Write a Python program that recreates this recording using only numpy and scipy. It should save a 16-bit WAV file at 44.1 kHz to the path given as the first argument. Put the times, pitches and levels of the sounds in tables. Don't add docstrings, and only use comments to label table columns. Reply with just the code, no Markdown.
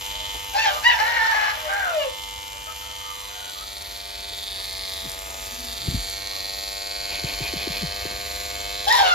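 import sys
import numpy as np
from scipy import signal
from scipy.fft import rfft, irfft, next_fast_len
from scipy.io import wavfile
from scipy.ndimage import uniform_filter1d, map_coordinates

SR = 44100
rng = np.random.default_rng(int(sys.argv[2]) if len(sys.argv) > 2 else 0)


def generate_wav(sig):
    pcm = np.round(np.clip(np.atleast_2d(sig).T, -1, 1) * 32767).astype(np.int16)
    wavfile.write(sys.argv[1], SR, pcm)


N = 403074
TIME = np.arange(N) / SR

# [time_s, turns_per_s]
MOTOR_SPEED = [(0.0, 98.9), (0.43, 99.5), (0.53, 98.7), (0.61, 102), (0.71, 98.5), (1.12, 99.3),
               (1.63, 99.1), (1.78, 99.8), (2.49, 99.0), (3.28, 99.8), (3.54, 98.1), (3.97, 99.1),
               (4.4, 98.7), (4.48, 97.2), (4.73, 95.4), (5.4, 95.9), (5.78, 97.7), (6.03, 97.4),
               (6.39, 98.2), (8.15, 99.7), (8.43, 99.8), (8.6, 99.3), (8.86, 100.1), (9.14, 107)]
# [time_s, housing_db, blade_db, hiss_db]
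NEARNESS = [(0.0, -41, -38.5, -42), (0.25, -41.5, -36, -45), (0.5, -41.5, -42, -44.5),
            (1.55, -42, -39.5, -48), (2.2, -42.5, -41, -47.5), (2.62, -45, -44.5, -48),
            (3.29, -44.5, -40.5, -47), (3.49, -46.5, -39.5, -47), (3.9, -47.5, -40, -50),
            (4.23, -46.5, -38.5, -48), (4.6, -49, -34.5, -48.5), (4.86, -48, -34, -46.5),
            (5.27, -46, -44, -45.5), (5.85, -46, -35.5, -44), (6.4, -43, -33.5, -43.5),
            (6.88, -42, -33.5, -46.5), (7.25, -42, -34.5, -44), (7.79, -41, -33, -47),
            (8.43, -41, -36, -43), (8.84, -40, -33, -46)]
# [time_s, side]
TURN = [(0, 0.05), (3.15, 0.018), (3.75, 0.84), (4.5, 1.12), (5.5, 1.03), (6.4, 1.9), (8.8, 2.3)]
# [time_s, depth_0_to_1]
BITE = [(0, 0.7), (4.3, 0.92), (4.9, 1), (5.1, 1), (5.6, 1), (6.1, 1), (6.25, 0.28), (9.14, 0.2)]
# [freq_hz, gain_db]
HOUSING_BACK = [(250, -46), (396, -38.5), (495, -5.5), (594, -25), (693, -15), (792, -12), (891, 3.5),
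                (990, -7.5), (1089, -9), (1188, -8.5), (1287, -3.5), (1386, -10), (1485, -8), (1584, -23),
                (1683, -32), (1782, -7), (1881, -19.5), (1980, -18), (2079, -3), (2178, -15), (2277, -7.5),
                (2376, -3.5), (2475, -9.5), (2574, -8.5), (2673, -15.5), (2772, -1.5), (2871, -6.5),
                (2970, -2.5), (3069, -17), (3500, -41)]
HOUSING_TIP = [(250, -51), (384, -6), (480, -3), (576, -3), (672, 4.5), (768, -13), (864, 1.5), (960, -8),
               (1056, -11), (1152, -2.5), (1248, -3), (1344, -12.5), (1440, 0), (1536, -5.5), (1632, -9.5),
               (1728, -5), (1824, -20), (1920, -5.5), (2016, -12.5), (2112, -1.5), (2208, -8), (2304, -3),
               (2400, 2), (2496, -14), (2592, -5), (2688, -22), (2784, -16), (2880, -25), (2976, -6.5),
               (3500, -38)]
HOUSING_FLANK = [(250, -57.5), (396, -6), (495, 0.5), (594, 0), (693, 1), (792, -8), (891, -6.5),
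                 (990, -17.5), (1089, -1.5), (1188, -3.5), (1287, -7.5), (1386, -16), (1485, 1), (1584, -8),
                 (1683, -4), (1782, -14), (1881, -7), (1980, -5.5), (2079, -10.5), (2178, 1.5), (2277, -7),
                 (2376, 0), (2475, -13), (2574, 0), (2673, -7), (2772, -13), (2871, -12), (2970, -33.5),
                 (3069, 0.5), (3500, -41)]
# [freq_hz, gain_db]
BLADE_BACK = [(1500, -35), (2600, -13), (3150, 11), (3400, 5), (3600, 9.5), (4250, 0.5), (4700, 1),
              (5000, -15), (5250, 4), (5480, -10), (5800, 2.5), (6280, 6), (6550, -31), (6900, 0),
              (7450, 3), (8200, -24), (9300, -34), (10500, -18), (14000, -30)]
BLADE_TIP = [(1500, -24.5), (2200, -1), (2850, -24.5), (3250, -2.5), (3650, 4.5), (4050, -4), (4450, 3),
             (4950, -8), (5280, -1.5), (5600, -36), (6700, -24), (7400, -15.5), (8200, -39), (9300, 1.5),
             (10500, -27), (14000, -21)]
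BLADE_FLANK = [(1500, -15.5), (2400, -18), (2850, -19), (3300, -3), (3650, 1.5), (3950, -1.5), (4330, 5.5),
               (4850, -3.5), (5230, -2.5), (5700, -10), (6250, -9), (6600, -5), (7000, -8.5), (7450, -4.5),
               (8200, -39), (9300, -0.5), (10500, -21), (14000, -27)]
# [share_of_turn, level_db, beat_depth_db, gain_at_full_bite_db]
CONTACTS = [(0, 2.5, 3, 4.5), (0.075, -16, -4, -2), (0.36, 6, 5.5, -2), (0.509, -5, -10.5, 3),
            (0.681, -8, -7.5, 5)]
# [time_s, centre_hz]
HOLLOW = [(2.2, 3560), (3.16, 3300), (3.31, 3800), (4.09, 4300), (4.5, 3770), (4.8, 4400), (5.05, 3680),
          (5.5, 3650), (6.25, 4200), (6.6, 4130), (6.82, 4370), (8.1, 4200), (8.75, 3820), (8.84, 3570)]
# [freq_hz, gain_db]
HISS = [(900, -19), (2500, -9), (5000, 1), (6400, 0), (7400, 5), (8400, -28.5), (9500, -3), (11000, -3),
        (13000, 0), (14400, -1)]
# [freq_hz, gain_db]
SCRAPE = [(900, -20.5), (1500, -7), (2400, -5), (2850, -6.5), (3600, -5.5), (5000, -7.5), (5700, -5),
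          (6500, -4), (7400, 2), (8400, -16.5), (12000, -19.5)]
# [freq_hz, gain_db]
BARB = [(800, -36), (2500, -15), (4000, -8), (7300, -2), (8400, 5), (9600, -5), (11500, -11), (15500, -12)]
# [time_s, level_db]
CLICKS = [(0.37, -17), (1.67, -26), (1.91, -25), (3.79, -30), (4.543, -31), (5.118, -12), (5.65, -15),
          (6.027, -16), (6.1, -14), (8.323, -20), (8.362, -19)]
# [start_s, crest_s, end_s, first_hz,
# crest_hz, last_hz, attack_s, release_s, level_db, octave_over_fundamental_db,
# overtones_over_fundamental_db, roughness_0_to_1, mean_flutter_hz, rasp_db, beak_opening_0_to_1]
SYLLABLES = [(0.528, 0.632, 0.69, 751, 902, 848, 0.025, 0.026, -20.5, -6, -4.5, 0.55, 231.5, -9, 0.3),
             (0.645, 0.674, 0.76, 831, 816, 657, 0.017, 0.074, -22.5, -3, -4, 0.6, 151, -4.5, 0.4),
             (0.695, 0.732, 0.815, 605, 591.6, 620, 0.012, 0.048, -37, 5, 3, 0.57, 130, 0, 0.4),
             (0.82, 0.882, 1.0, 753, 975.3, 850, 0.024, 0.045, -24, 1, -1, 0.63, 160, -6, 0.26),
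             (0.971, 1.145, 1.22, 815, 943.5, 891, 0.018, 0.03, -27.5, 2.5, -4.5, 0.72, 399.7, -3.5, 0.3),
             (1.18, 1.28, 1.35, 890, 903, 888, 0.018, 0.029, -24.5, 4.5, -9.5, 0.35, 421, -4.5, 0.48),
             (1.305, 1.349, 1.565, 873.5, 853, 844, 0.018, 0.07, -25, 4, -8, 0.48, 460, -1, 0.22),
             (1.528, 1.563, 1.72, 650, 633, 599, 0.0083, 0.0098, -41.5, 3.5, 1, 0.78, 130.2, 4, 0),
             (1.676, 1.78, 2.11, 735, 817.3, 485, 0.025, 0.042, -30.5, 5, -9.5, 0.48, 150.3, -3, 0.03),
             (8.864, 8.945, 9.03, 739.4, 967, 856, 0.0085, 0.034, -19, -5.5, -4.5, 0.55, 200.6, -2, 0.9),
             (8.975, 9.007, 9.19, 791, 800, 637, 0.016, 0.04, -17.5, -8, -6.5, 0.5, 170.7, -2, 0.51)]
# [centre_s, half_length_s, clearness_0_to_1, fundamental_gain_db, octave_gain_db, overtone_gain_db]
CLEAR_TONES = [(0.596, 0.01, 0.6, -7, 6.5, 6.5), (0.625, 0.019, 0.5, -16, -1, 4),
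               (0.873, 0.026, 1, 7, 13.5, 10.5), (1.013, 0.016, 0.6, 7, 5.5, 0),
               (1.483, 0.032, 0.02, -9, -1, 1), (1.674, 0.028, 0.4, 13, 6, 3),
               (1.966, 0.042, 0.87, 12, -17, 6), (2.022, 0.027, 0.75, -1, -7, 15),
               (2.078, 0.023, 0.4, 8, -23, -9), (8.874, 0.0033, 0.56, 6, -11, -11),
               (8.911, 0.0073, 1, -2, 13, 5), (9.135, 0.047, 0.95, -23, 11, 2)]
# [start_s, end_s, first_hz, last_hz, octave_level_db, fundamental_over_octave_db]
WHINES = [(0.1, 0.26, 615, 631, -52.5, 4), (2.33, 2.503, 520, 530, -55, -4),
          (2.507, 2.61, 571, 615, -52, -1), (2.657, 2.723, 641, 645, -35.5, -10),
          (2.798, 2.938, 688, 612, -42.5, -10.5), (2.959, 3.178, 618, 588, -41, -23),
          (3.162, 3.306, 573, 538, -43.5, -20), (3.282, 3.53, 718, 737, -44.5, -2.5),
          (3.541, 3.643, 577, 676, -39.5, -21), (6.302, 6.38, 550, 577, -42, -10)]
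# [freq_hz, gain_db]
THROAT = [(1500, -3), (2350, -0.5), (2900, 12), (3400, -15), (3800, -2.5), (4250, -7.5), (4750, -3.5),
          (5300, -13), (6500, -8.5), (8000, -52)]
# [freq_hz, gain_db]
RASP = [(500, -20), (750, 7.5), (1100, -13), (1450, -1), (2150, 7.5), (2600, -17), (3000, 0.5), (3400, -39),
        (3800, -19), (4250, -5.5), (4850, -21), (5300, -17), (5900, -10), (6500, -30), (9000, -45)]
# [freq_hz, gain_db]
WIDE_BEAK = [(500, -28), (780, -8), (1150, -9), (1500, -9), (1950, -31), (2250, -12), (2600, -18),
             (3000, -8.5), (3250, 2.5), (3750, 5), (4050, 0), (4350, 1.5), (4850, -9.5), (5250, 5),
             (5850, -15), (6500, -9), (9000, -16)]
# [freq_hz, lead_rad]
BIRD_LEAD = [(200, -0.9), (900, 0.62), (1450, 0.5), (1720, 2.2), (1950, 1.27), (3100, 2.45), (4200, 1.6),
             (5600, 3), (7500, -7.5)]
# [slap_s, slap_hz, slap_db, wait_for_push_s, push_hz, push_half_length_s, push_db]
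BLOWS = [(5.053, 300, -39, 0.024, 144.5, 0.011, -36), (5.881, 325, -28, 0.0073, 109, 0.0042, -13.5),
         (5.949, 224, -23, 0.006, 100.5, 0.017, -21), (7.242, 340, -28, 0.007, 142.5, 0.0067, -22),
         (7.409, 338, -28.5, 0.013, 132, 0.011, -26.5), (7.539, 340, -23, 0.029, 166, 0.0086, -29),
         (7.676, 338, -21.5, 0.032, 172, 0.01, -29.5), (7.834, 380, -28.5, 0.0073, 171.5, 0.017, -24),
         (8.056, 380, -26, 0.012, 141, 0.0056, -32.5)]
# [freq_hz, gain_db]
FEATHERS = [(1200, -18.5), (2000, -19), (2450, -1), (2800, -13.5), (3400, -9.5), (6000, -27)]
# [centre_s, half_length_s, centre_hz, level_db]
RUSTLES = [(0.357, 0.013, 600, -38), (4.327, 0.018, 350, -47), (4.592, 0.025, 705, -43.5),
           (5.063, 0.033, 219.4, -46), (5.16, 0.018, 700, -48), (5.325, 0.051, 600, -45),
           (5.912, 0.079, 127, -35.5), (7.12, 0.027, 646, -41), (7.28, 0.053, 497, -44),
           (7.457, 0.032, 550, -43), (8.11, 0.04, 280, -46)]
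# [time_s, level_db]
RUMBLE = [(0.05, -44), (3.35, -50), (3.65, -49), (3.82, -46), (4.0, -47.5), (4.4, -46.5), (4.55, -45.5),
          (6.0, -44.5), (6.85, -49), (7.3, -41), (7.9, -41.5), (8.05, -39.5), (8.2, -41.5), (9.05, -44.5)]
# [freq_hz, gain_db]
LOW_AIR = [(15, -41), (30, -28), (45, 3), (70, 0.5), (100, -7.5), (150, -20), (300, -18), (450, -20),
           (1000, -19.5), (3000, -15), (9000, -30)]
# [freq_hz, t60_s]
YARD = [(200, 0.16), (900, 0.35), (3000, 0.17), (10000, 0.0037)]
# [freq_hz, lead_rad]
CHANNEL_LEAD = [(20, .1), (60, .2), (300, .6), (600, .9), (1000, 1.1), (1400, 2.6), (1750, 5.6), (2600, 5.8),
                (3400, 5.55), (4300, 5.85), (5600, 5.2), (6600, 5.4), (7400, 4.5), (8200, 3.2), (9300, 2.8),
                (10200, .2), (13400, .1), (14500, -2.8)]
# [freq_hz, gain_db]
MICROPHONE = [(13800, 0), (14500, 5.5), (14900, -22), (15800, -25)]

KNOCK_BAND_HZ, CLACK_BAND_HZ = (450, 1080), (3400, 5500)
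JITTER_S = 2e-6
MAINS_RIPPLE_HZ = 120
SCRAPE_OVER_HISS_DB = 2
RISE_POWER, FALL_POWER = 2.0, 0.92
FADE_DB = 25
SWELL_DB, SWELLS_PER_S = 0.92, 24.1
CROW_OVERTONE_TRIM_DB = -1.5
FLICKER_DB, FLICKERS_PER_S = 2.6, 45
WHINE_EDGE_S, WHINE_ROUGHNESS, WHINE_OVERTONES_OVER_OCTAVE_DB = 0.015, 0.38, -15
PUFF_FALL_OCTAVES = 0.34
SLAP_HALF_CYCLES = 1.5
BUMP_S, BUMP_HZ, BUMP_HALF_S, BUMP_DB = 5.98, 50, 0.053, -25
FLAP_START_S, WINGBEAT_S, SWISH_HALF_S, SWISH_DB = 7.145, 0.1557, 0.05, -32
RUSTLE_WIDTH_OCTAVES = 0.87
TOP_HZ = 15750


def amp(db):
    return 10 ** (np.asarray(db) / 20)


def unit(x):
    return x / np.sqrt(np.mean(np.abs(x) ** 2) + 1e-20)


def along(points, hz):
    freq_hz, value = np.transpose(points)
    return np.interp(np.log(hz + 1), np.log(freq_hz + 1), value)


def curves(rows, t=TIME):
    time_s, *columns = np.transpose(rows)
    return [np.interp(t, time_s, column) for column in columns]


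def wobble(rate_hz, size=N):
    knots = rng.standard_normal(int(N * rate_hz / SR) + 4)
    return map_coordinates(knots, [np.arange(size) * rate_hz / SR])


def filtered(x, response):
    size = next_fast_len(N + SR // 2, True)
    return irfft(rfft(x, size) * response(np.fft.rfftfreq(size, 1 / SR)), size)[..., :N]


def noise(spectrum):
    return unit(filtered(rng.standard_normal(N), lambda hz: amp(along(spectrum, hz))))


def ring(x, spectrum, size=4096):
    cepstrum = irfft(np.log(amp(along(spectrum, np.fft.rfftfreq(size, 1 / SR)))))
    cepstrum[1:size // 2] *= 2
    cepstrum[size // 2 + 1:] = 0
    return signal.fftconvolve(x, irfft(np.exp(rfft(cepstrum))))[:N]


def unit_in(x, band_hz):
    return x / np.std(filtered(x, lambda hz: (hz > band_hz[0]) & (hz < band_hz[1])))


def pulses(times_s, sizes):
    at = times_s[:, None] * SR
    taps = np.floor(at).astype(int) + np.arange(-7, 9)
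    shape = np.sinc(taps - at) * np.cos(np.pi * (taps - at) / 16) ** 2
    return np.bincount(np.clip(taps, 0, N).ravel(), (sizes[:, None] * shape).ravel(), N + 1)[:N]


def lead(x, phases):
    return filtered(x, lambda hz: np.exp(.5j * np.outer([1, -1], along(phases, hz))))


def echoes(x, t60s, delay_s):
    hz, t, grains = signal.stft(rng.standard_normal((2, SR // 2)), SR, nperseg=256)
    decay = amp(-60 * t / along(t60s, hz)[:, None])
    tail = signal.istft(grains * decay, SR, nperseg=256)[1]
    delayed = np.pad(x, (int(abs(delay_s) * SR), 0))
    return signal.fftconvolve(delayed[None], tail / np.linalg.norm(tail[0]), axes=1)[:, :N]


def clipper():
    housing_db, blade_db, hiss_db = curves(NEARNESS)
    turns = np.cumsum(curves(MOTOR_SPEED)[0] + 0.0595 * wobble(25)) / SR
    side = np.clip(curves(TURN)[0], 0, 2)
    bite = np.clip(curves(BITE)[0], 0, 1)
    shares = np.clip(1 - np.abs(side - np.arange(3)[:, None]), 0, 1)
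    exposed = np.minimum(side, 1)
    clacks = blade_clacks(turns, bite)
    contact = signal.lfilter([1], [1, -np.exp(-1 / (0.00043 * SR))], clacks)
    blades = amp(blade_db + 2.0) * blade_ring(clacks, contact, turns, bite, shares)
    rattle = amp(-5.5 - 11.7 * exposed) * shell(blades)
    direct = amp(-3 * (1.5 - exposed)) * blades
    housing = amp(housing_db - 0.24) * housing_knocks(turns, bite, shares)
    return housing + direct + rattle + sliding(contact, turns, hiss_db) + snips(bite, turns)


def strikes(turns, lag, beat_db, scatter_db, jitter_s, bite):
    whole = np.arange(1, int(turns[-1]) - 1)
    times_s = np.interp(whole + lag, turns, TIME)
    ripple = np.sin(2 * np.pi * MAINS_RIPPLE_HZ * np.interp(whole, turns, TIME))
    late, force = rng.standard_normal((len(times_s), 2)).T
    unsettled = 1 + 4 * np.interp(times_s, TIME, bite)
    return pulses(times_s + jitter_s * late * unsettled, amp(beat_db * ripple + scatter_db * force))


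def facing(x, sides, shares, band_hz):
    return sum(share * unit_in(ring(x, side), band_hz) for share, side in zip(shares, sides))


def housing_knocks(turns, bite, shares):
    knocks = strikes(turns, lag=0.1315, beat_db=1.5, scatter_db=0.0, jitter_s=JITTER_S, bite=bite)
    return facing(knocks, (HOUSING_BACK, HOUSING_TIP, HOUSING_FLANK), shares, KNOCK_BAND_HZ)


def blade_clacks(turns, bite):
    clacks = np.zeros(N)
    for share, level_db, beat_db, load_db in CONTACTS:
        blows = strikes(turns, lag=share, beat_db=beat_db, scatter_db=0.87, jitter_s=JITTER_S, bite=bite)
        clacks += amp(level_db + load_db * bite) * blows
    return clacks


def blade_ring(clacks, contact, turns, bite, shares):
    chatter = amp(-18.5) * (1 + 2 * bite) * unit(contact * tooth_pattern(turns, drift_hz=5))
    steel = facing(unit(clacks) + chatter, (BLADE_BACK, BLADE_TIP, BLADE_FLANK), shares, CLACK_BAND_HZ)
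    return unit_in(hollow(steel, boost=1.28, width_hz=620), CLACK_BAND_HZ)


def tooth_pattern(turns, drift_hz, size=440):
    patterns = rng.standard_normal((int(N * drift_hz / SR) + 4, size))
    place = [TIME * drift_hz, turns % 1 * size]
    return unit(map_coordinates(patterns, place, order=3, mode="grid-wrap"))


def hollow(x, boost, width_hz):
    centres_hz = np.linspace(3000, 5000, 6)
    sliding_hz = curves(HOLLOW)[0]
    resonant = np.zeros(N)
    for c, share in zip(centres_hz, np.eye(len(centres_hz))):
        band = filtered(x, lambda f: 1j * f * width_hz / (c * c - f * f + 1j * f * width_hz))
        resonant += np.interp(sliding_hz, centres_hz, share) * band
    return x + boost * resonant


def shell(blades):
    drift_rad = 0.35 * wobble(1.197)
    first, second = (echoes(blades, [(2000, 0.016), (10000, 0.0043)], delay_s=0.00023) for _ in range(2))
    return np.cos(drift_rad) * first + np.sin(drift_rad) * second


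def sliding(contact, turns, hiss_db):
    friction = 1 + 0.58 * unit(contact)
    hiss = amp(hiss_db + 4.5 + 1.8 * wobble(11)) * unit(friction * noise(HISS))
    scrape = unit(ring(friction * tooth_pattern(turns, drift_hz=3), SCRAPE))
    return hiss + amp(hiss_db + SCRAPE_OVER_HISS_DB) * scrape


def snips(bite, turns):
    barbs = strikes(turns, lag=0.44, beat_db=3, scatter_db=-4, jitter_s=2e-5, bite=bite)
    click_s, click_db = np.transpose(CLICKS)
    clicks = amp(11) * ring(pulses(click_s, amp(click_db)), BARB)
    return amp(-43) * bite ** 2 * unit(ring(barbs, BARB)) + clicks


def fowl():
    whine = sum(call(whine_note(*note), flutter_hz=69.0, flutter=0.58, doubling=.2, rasp=0.59)
                for note in WHINES)
    windpipe = [(250, -36), (420, -11.5), (560, -2.5)]
    voices = filtered(crows() + whine, lambda hz: amp(along(windpipe, hz)))
    direct = lead(voices, BIRD_LEAD) * amp([[0], [-1.5]])
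    return direct + amp(-7.0) * echoes(voices, YARD, delay_s=.004)


def crows():
    voice = np.zeros(N)
    for *shape, flutter_hz, rasp_db, gape in SYLLABLES:
        controls = syllable(*shape)
        voice += call(controls, flutter_hz=flutter_hz, flutter=.6, doubling=.35, rasp=.35, gape=gape)
        voice += throat_air(controls, rasp_db, gape)
    return voice


def syllable(start, crest, end, first_hz, crest_hz, last_hz, attack, release, db, octave_db, overtones_db,
             rough):
    t = np.arange(int(start * SR), int(end * SR)) / SR
    before = np.clip((crest - t) / (crest - start), 0, 1)
    after = np.clip((t - crest) / (end - crest), 0, 1)
    rise = (first_hz - crest_hz) * before ** RISE_POWER
    fall = (last_hz - crest_hz) * after ** FALL_POWER
    effort = db + envelope_db(t, attack, release) + SWELL_DB * wobble(SWELLS_PER_S, len(t))
    clear, first, second, upper = sum(np.outer(change, np.exp(-((t - s) / half) ** 2))
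                                      for s, half, *change in CLEAR_TONES)
    overtones = effort + overtones_db + CROW_OVERTONE_TRIM_DB + upper
    return np.transpose([t, crest_hz + rise + fall, rough * (1 - clear),
                         effort + first, effort + octave_db + second, overtones])


def whine_note(start, end, first_hz, last_hz, db, fundamental_db):
    t = np.arange(int(start * SR), int(end * SR)) / SR
    effort = db + envelope_db(t, WHINE_EDGE_S, WHINE_EDGE_S)
    pitch_hz = np.linspace(first_hz, last_hz, len(t))
    return np.transpose([t, pitch_hz, np.full(len(t), WHINE_ROUGHNESS), effort + fundamental_db,
                         effort, effort + WHINE_OVERTONES_OVER_OCTAVE_DB])


def envelope_db(t, attack, release):
    return -FADE_DB * (np.clip(1 - (t - t[0]) / attack, 0, 1) + np.clip(1 - (t[-1] - t) / release, 0, 1))


def call(rows, flutter_hz, flutter, doubling, rasp, gape=0, count=10):
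    start, stop = int(rows[0][0] * SR), min(N, int((rows[-1][0] + 0.031) * SR))
    t = TIME[start:stop]
    size = len(t)
    pitch_hz, rough, first_db, second_db, upper_db = curves(rows, t)
    rough = np.clip(rough, 0, 1)
    shake = 1 + rough * (0.026 * wobble(261.2, size) + 0.0119 * wobble(50.3, size))
    phase = 2 * np.pi * np.cumsum(pitch_hz * shake) / SR
    membrane = 2 * np.pi * np.cumsum(flutter_hz * (1 + 0.179 * wobble(70.1, size))) / SR
    beating = np.exp(-1j * membrane) + 0.57 * np.exp(1j * membrane)
    upper = np.array([beak(THROAT, k * pitch_hz, gape) * amp(-1.2 * k) for k in range(3, count + 1)])
    levels = [amp(first_db), amp(second_db), *(amp(upper_db) * upper / np.linalg.norm(upper, axis=0))]
    voice = np.zeros(size)
    for k, level in enumerate(levels, 1):
        fray = wobble(330.4, size) + 1j * wobble(329, size)
        fray = fray + 0.6 * (wobble(1000, size) + 1j * wobble(1000, size))
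        doubled = doubling * min(k - 1, 1) * np.cos(phase / 2)
        sidebands = rough * np.sqrt(k) * (flutter * min(k / 2, 1) * beating + doubled + rasp * fray)
        power = 1 + np.abs(uniform_filter1d(np.abs(sidebands) ** 2, size=1500))
        flicker = amp(FLICKER_DB * np.sqrt(k) * rough * wobble(FLICKERS_PER_S, size))
        partial = np.real((1 + sidebands) * np.exp(1j * k * phase))
        voice += level * flicker * np.sqrt(2 / power) * partial
    fade = np.clip(np.minimum(t - t[0], t[-1] - t) / 0.0065, 0, 1)
    return np.pad(voice * fade, (start, N - stop))


def throat_air(rows, rasp_db, gape):
    pitch_hz, rough, first_db, second_db, _ = curves(rows)
    calling = (TIME > rows[0][0]) & (TIME < rows[-1][0] + .02)
    rush = unit(filtered(rng.standard_normal(N), lambda hz: beak(RASP, hz, gape)))
    strain = np.clip(rough, 0, 1) * (pitch_hz / 900) ** 2
    loudness = np.hypot(amp(first_db), amp(second_db))
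    return calling * amp(rasp_db + 4.1 * wobble(300)) * strain * loudness * rush


def beak(narrow, hz, gape):
    gape = np.clip(gape, 0, 1)
    return amp((1 - gape) * along(narrow, hz) + gape * along(WIDE_BEAK, hz))


def wings(count=5):
    puffs = np.zeros(N)
    for s, slap_hz, slap_db, wait, push_hz, push_half, push_db in BLOWS:
        puffs += puff(s, slap_hz, SLAP_HALF_CYCLES / slap_hz, slap_db)
        puffs += puff(s + wait, push_hz, push_half, push_db)
    bump = puff(BUMP_S, BUMP_HZ, BUMP_HALF_S, BUMP_DB)
    sweep = sum(np.exp(-((TIME - FLAP_START_S - k * WINGBEAT_S) / SWISH_HALF_S) ** 2) for k in range(count))
    return puffs * amp([[1.5], [-1.5]]) + bump + amp(SWISH_DB) * sweep * noise(FEATHERS)


def puff(s, hz, half, db):
    near = np.abs(TIME - s) < 4 * half
    u = (TIME[near] - s) / half
    phase = 2 * np.pi * np.cumsum(hz * 2 ** (-PUFF_FALL_OCTAVES * u)) / SR
    air_push = np.zeros(N)
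    air_push[near] = amp(db) * np.exp(-u ** 2) * np.sin(phase)
    return air_push


def rustles():
    brushing = np.zeros(N)
    for s, half, hz, db in RUSTLES:
        near = np.abs(TIME - s) < 3 * half
        size = np.count_nonzero(near)
        octaves = np.log2((np.fft.rfftfreq(size, 1 / SR) + 1) / hz)
        band = np.exp(-(octaves / RUSTLE_WIDTH_OCTAVES) ** 2 / 2)
        grain = unit(irfft(rfft(rng.standard_normal(size)) * band, size))
        brushing[near] += amp(db) * np.exp(-((TIME[near] - s) / half) ** 2) * grain
    return brushing


def air():
    swell = np.exp(-((TIME - 5.63) / 0.25) ** 2)
    drone = amp(-51.0) * swell * noise([(190, -58), (235, 8), (255, 5), (310, -60.5)])
    return amp(curves(RUMBLE)[0] + 3.5) * noise(LOW_AIR) + drone


def scene():
    buzz = clipper()
    walls = amp(-12) * echoes(buzz.mean(0), YARD, delay_s=.003)
    return buzz + walls + fowl() + wings() + rustles() + air()


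def record(dry):
    return filtered(lead(dry, CHANNEL_LEAD), lambda hz: amp(along(MICROPHONE, hz)) * (hz < TOP_HZ))


dry = scene()
out = record(dry)
generate_wav(out)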